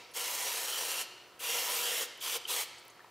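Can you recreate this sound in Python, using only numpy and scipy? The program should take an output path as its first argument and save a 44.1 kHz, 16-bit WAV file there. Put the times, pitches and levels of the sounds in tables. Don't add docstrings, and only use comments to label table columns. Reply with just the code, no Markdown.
import sys
import numpy as np
from scipy import signal
from scipy.fft import rfft, irfft, next_fast_len
from scipy.io import wavfile

SR = 44100
rng = np.random.default_rng(int(sys.argv[2]) if len(sys.argv) > 2 else 0)


def gain_from_db(level_db):
    decades = np.asarray(level_db, float) / 20
    return 10 ** decades


def master(y):
    cut = np.clip(np.atleast_2d(y).T, -1, 1)
    pcm = np.round(cut * 32767)
    wavfile.write(sys.argv[1], SR, pcm.astype(np.int16))


N = 136710
LEAD_S = 0.6


def rms_one(x):
    return x / np.sqrt(np.mean(x ** 2) + 1e-20)


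def clock():
    return np.arange(-int(LEAD_S * SR), N) / SR


def at_hz(points, hz):
    table_hz, value = np.transpose(points)
    return np.interp(np.log(hz), np.log(table_hz), value)


def drift(rate_hz):
    size = len(clock())
    step = 16
    r = np.exp(-2 * np.pi * rate_hz * step / SR)
    noise = rng.standard_normal(size // step + 3002)
    slow = signal.lfilter([1], [1, -2 * r, r * r], noise)[3000:]
    return np.interp(np.arange(size) / step, np.arange(len(slow)), rms_one(slow))


def bands(low_hz, high_hz):
    edges = 1000 * 2 ** (np.arange(-16, 14) / 3)
    return [(np.sqrt(a * b), signal.butter(2, [a, b], "band", fs=SR, output="sos"))
            for a, b in zip(edges, edges[1:]) if b > low_hz and a < high_hz]


def hiss(spectrum, patchy_db, rate_hz):
    white = rng.standard_normal((2, len(clock())))
    shared = drift(rate_hz)
    out = 0
    for k, (hz, sos) in enumerate(bands(spectrum[0][0], spectrum[-1][0])):
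        flicker_db = patchy_db * (0.26 * shared + drift(rate_hz))
        out = out + gain_from_db(at_hz(spectrum, hz) + flicker_db) * signal.sosfilt(sos, white[k % 2])
    return rms_one(out)


def resonate(x, hz, width_hz):
    r = np.exp(-np.pi * width_hz / SR)
    return signal.lfilter([1, 0, -1], [1, -2 * r * np.cos(2 * np.pi * hz / SR), r * r], x)


def hollow(peaks, flicker_db, rate_hz):
    out = 0
    for hz, width_hz, db in peaks:
        air = resonate(rng.standard_normal(len(clock())), hz, width_hz)
        air = resonate(air, hz, 3 * width_hz)
        out = out + gain_from_db(db + flicker_db * drift(rate_hz)) * rms_one(air) * np.sqrt(width_hz)
    return rms_one(out)


# (start_s, length_s, level_db, opening_s, closing_s)
BUTTON_PRESSES = [
    (-.5, .36, -36, .04, 0.021),
    (0.137, 0.8767, -38, 0.033, 0.042),
    (1.392, 0.6335, -36.5, 0.073, 0.048),
    (2.204, 0.16, -38, 0.041, 0.025),
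    (2.473, 0.14, -36, 0.026, 0.045),
]


def flow(lag_s, crack_db):
    t, out = clock(), 0
    crack = gain_from_db(crack_db)
    for start, length, db, opening, closing in BUTTON_PRESSES:
        rise = np.clip((t - start - lag_s) / opening, 0, 1)
        shut = np.clip((start + length + closing - t) / closing, 0, 1)
        out = out + gain_from_db(db) * (rise > 0) * (crack + (1 - crack) * rise) * shut ** 1.3
    return out


# (pitch_hz, level_db per Hz)
JET_HISS = [(900, -42), (1500, -6), (2300, -3), (3300, -3.5), (5000, -1.5), (8000, -1.5), (13800, -3),
            (16000, -17)]
# (pitch_hz, width_hz, level_db)
BORE_RINGING = [(2780, 196, 7.5), (3930, 370, -1.5), (4390, 360, -4), (5840, 240, 2.5), (6520, 150, 0.5),
                (6700, 310, -17), (8580, 400, -8), (9170, 500, -4), (9780, 420, -8), (10200, 440, -8),
                (12600, 760, -3), (14000, 780, -4.5)]


def jet():
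    sound = gain_from_db(-0.5) * hiss(JET_HISS, patchy_db=1.06, rate_hz=9.2)
    sound = sound + gain_from_db(-7) * hollow(BORE_RINGING, flicker_db=4.5, rate_hz=4.5)
    return flow(lag_s=0, crack_db=-15.5) * sound


# (time_s, into_throat_db, into_bowl_db)
STRAW_AIM = [(0.15, -1, 4), (.3, -10, -13), (.48, -9, -8), (.54, 0, -10), (.64, -1.5, -16), (.74, 8, -11),
             (.82, -3, -2), (1.0, 2, -14), (1.45, 0, 1.5), (1.7, 0.5, -2.5), (1.85, 4, -1.5),
             (2.03, 1.5, -1.5), (2.22, 5, -5), (2.3, 5.5, -8), (2.36, 4.5, 9), (2.5, 6, -2), (2.6, 1, -14)]


def aim():
    time_s, throat_db, bowl_db = np.transpose(STRAW_AIM)
    return np.interp(clock(), time_s, throat_db), np.interp(clock(), time_s, bowl_db)


# (pitch_hz, width_hz, level_db)
THROAT_WHISTLE = [(3115, 154, 1.5), (3380, 150, -4)]


def throat(aim_db):
    sound = hollow(THROAT_WHISTLE, flicker_db=1.1, rate_hz=19)
    return flow(lag_s=0.0055, crack_db=-3.5) * gain_from_db(-11 + aim_db) * sound


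# (pitch_hz, level_db per Hz)
SPLASH_NOISE = [(88, -45), (150, -17.5), (379, -9), (500, 4), (684, -2), (971, 0.5), (1140, -4.5),
                (3000, -4), (3900, -6), (6600, -120)]
# (pitch_hz, width_hz, level_db)
PASSAGE_RINGING = [(775, 120, -3), (974, 61, 3.5), (1355, 84, -0.5), (1806, 44, 0.5), (2057, 72, -4),
                   (2390, 81, -6)]
# (pitch_hz, width_hz, level_db)
BOWL_RINGING = [(486, 26, -3), (5560, 65, -10)]


def splash(bowl_aim_db):
    sound = gain_from_db(-7) * hiss(SPLASH_NOISE, patchy_db=0.73, rate_hz=27)
    sound = sound + gain_from_db(-13) * hollow(PASSAGE_RINGING, flicker_db=2.2, rate_hz=23)
    sound = sound + gain_from_db(-10.5 + bowl_aim_db) * hollow(BOWL_RINGING, flicker_db=2.6, rate_hz=42)
    return flow(lag_s=0.014, crack_db=-10) * sound


def tray_echo(x):
    delay_s = 0.000777 + 0.00011 * drift(1.05)
    sample = np.arange(len(x))
    return gain_from_db(-12) * np.interp(sample - delay_s * SR, sample, x)


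def spray():
    throat_db, bowl_db = aim()
    spatter = gain_from_db(1.5 * drift(675) + 0.5 * drift(31))
    direct = spatter * (jet() + throat(throat_db) + splash(bowl_db))
    direct = signal.sosfilt(signal.butter(4, 259, "high", fs=SR, output="sos"), direct)
    return direct + tray_echo(direct)


# (pitch_hz, level_db per Hz)
SHOP_RUMBLE = [(15, -54), (25, -7.5), (249, -6), (354, 1), (961, -2), (1130, -2), (1790, -4.5), (2160, -6),
               (16000, -30.5)]
# (pitch_hz, level_db rms)
MAINS_HUM = [(120, -81), (360, -72.5), (720, -72), (960, -71), (1320, -70)]


def shop():
    sound = gain_from_db(-60) * hiss(SHOP_RUMBLE, patchy_db=1.0, rate_hz=1.3)
    for hz, db in MAINS_HUM:
        sound = sound + gain_from_db(db + drift(1.5)) * np.sqrt(2) * np.sin(2 * np.pi * hz * clock())
    return sound


# (time_s, peak_db, pitch_hz, t60_s, width_hz)
PART_TICKS = [(.113, -52, 10500, 0.068, 1500), (2.176, -47, 11500, .012, 6000),
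              (2.780, -49, 4500, 0.047, 1800), (2.783, -48, 7550, 0.038, 2500),
              (2.797, -51, 9640, 0.018, 6000), (2.850, -50, 14000, 0.017, 5000),
              (2.881, -40.5, 11500, 0.0047, 6000), (2.900, -50.5, 6550, .04, 1400),
              (2.901, -53, 9400, .03, 2470), (2.992, -45, 1060, 0.049, 850), (3.001, -48, 1770, 0.077, 300),
              (3.045, -45, 855, 0.018, 686), (3.074, -53, 706, 0.041, 300)]


def ticks():
    out = np.zeros(len(clock()))
    t = np.arange(SR // 8) / SR
    for time_s, db, hz, t60_s, width_hz in PART_TICKS:
        scratch = rng.standard_normal(len(t)) * gain_from_db(-60 * t / t60_s)
        ring = resonate(resonate(scratch, hz, width_hz), hz, width_hz)
        tick = gain_from_db(db) * ring / np.abs(ring).max()
        i = int((time_s + LEAD_S) * SR)
        out[i:i + len(t)] += tick[:len(out) - i]
    return out


# (time_s, length_s, pitch_hz, level_db)
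VALVE_CHIRP = (2.4525, .0048, 3080, -32)


def chirp():
    time_s, length_s, hz, db = VALVE_CHIRP
    t = clock() - time_s
    edge_s = 0.0008
    rise = np.clip(t / edge_s, 0, 1)
    fall = np.clip((length_s - t) / edge_s, 0, 1)
    after_ring = 0.3 * np.exp(-np.maximum(t - length_s, 0) / 0.004)
    shape = rise * np.maximum(fall, after_ring)
    return gain_from_db(db + 0.8 * drift(300)) * shape * np.sin(2 * np.pi * hz * t)


# (pitch_hz, t60_s)
HALL_RINGING = [(200, 1.6), (700, 0.94), (2000, 1.14), (4000, 1.06), (7000, 0.78), (11000, 0.53),
                (16000, 0.2)]
# (pitch_hz, level_db)
WALL_COLOUR = [(300, -0.5), (1200, 2), (2400, 3.5), (3300, 0), (4300, 4), (6000, -2), (9000, -3.5),
               (15000, -3.5)]


def garage(x):
    t = np.arange(int(1.5 * SR)) / SR
    white = rng.standard_normal((2, len(t)))
    tail = 0
    for k, (hz, sos) in enumerate(bands(100, 16000)):
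        level_db = at_hz(WALL_COLOUR, hz) - 60 * t / at_hz(HALL_RINGING, hz)
        tail = tail + signal.sosfilt(sos, white[k % 2]) * gain_from_db(level_db)
    tail = tail * np.clip(t / 0.0064 - 1, 0, 1)
    near = rng.standard_normal(len(t)) * gain_from_db(-60 * t / 0.055) * (t > 0.001)
    echo = gain_from_db(-13) * tail / np.sqrt(np.sum(tail ** 2))
    echo = echo + gain_from_db(-16) * near / np.sqrt(np.sum(near ** 2))
    return signal.fftconvolve(x, echo)[:len(x)]


# (pitch_hz, level_db under the common sound)
SIDE_LEVEL = [(30, -14.5), (120, -8.5), (380, -19.5), (2400, -21.5), (5000, -21.5), (15000, -17)]


def two_channels(x):
    t = np.arange(SR // 20) / SR
    smear = rng.standard_normal(len(t)) * np.exp(-t / 0.015)
    smear = smear / np.sqrt(np.sum(smear ** 2))
    size = next_fast_len(len(x) + SR // 10)
    gain = gain_from_db(at_hz(SIDE_LEVEL, np.arange(size // 2 + 1) * SR / size + 1))
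    side = irfft(rfft(x, size) * rfft(smear, size) * gain, size)[:len(x)]
    swing_db = 6.0 * np.clip(drift(14), -3, 1.0)
    side = side * rms_one(gain_from_db(swing_db))
    self_noise = gain_from_db(-66.5) * rng.standard_normal((2, len(x)))
    return x + side * [[1], [-1]] + self_noise


def scene():
    bench = spray() + ticks() + chirp()
    return two_channels(bench + garage(bench) + shop())[:, -N:]


def band_limit(x):
    return signal.sosfilt(signal.butter(12, 16140, fs=SR, output="sos"), x)


def record(dry):
    low_cut = signal.butter(2, 66.2, "high", fs=SR, output="sos")
    top_cut = signal.ellip(10, 0.5, 70, 15650, fs=SR, output="sos")
    mix = signal.sosfilt(np.vstack([low_cut, top_cut]), dry)
    return band_limit(mix)


dry = scene()
out = record(dry)
master(out)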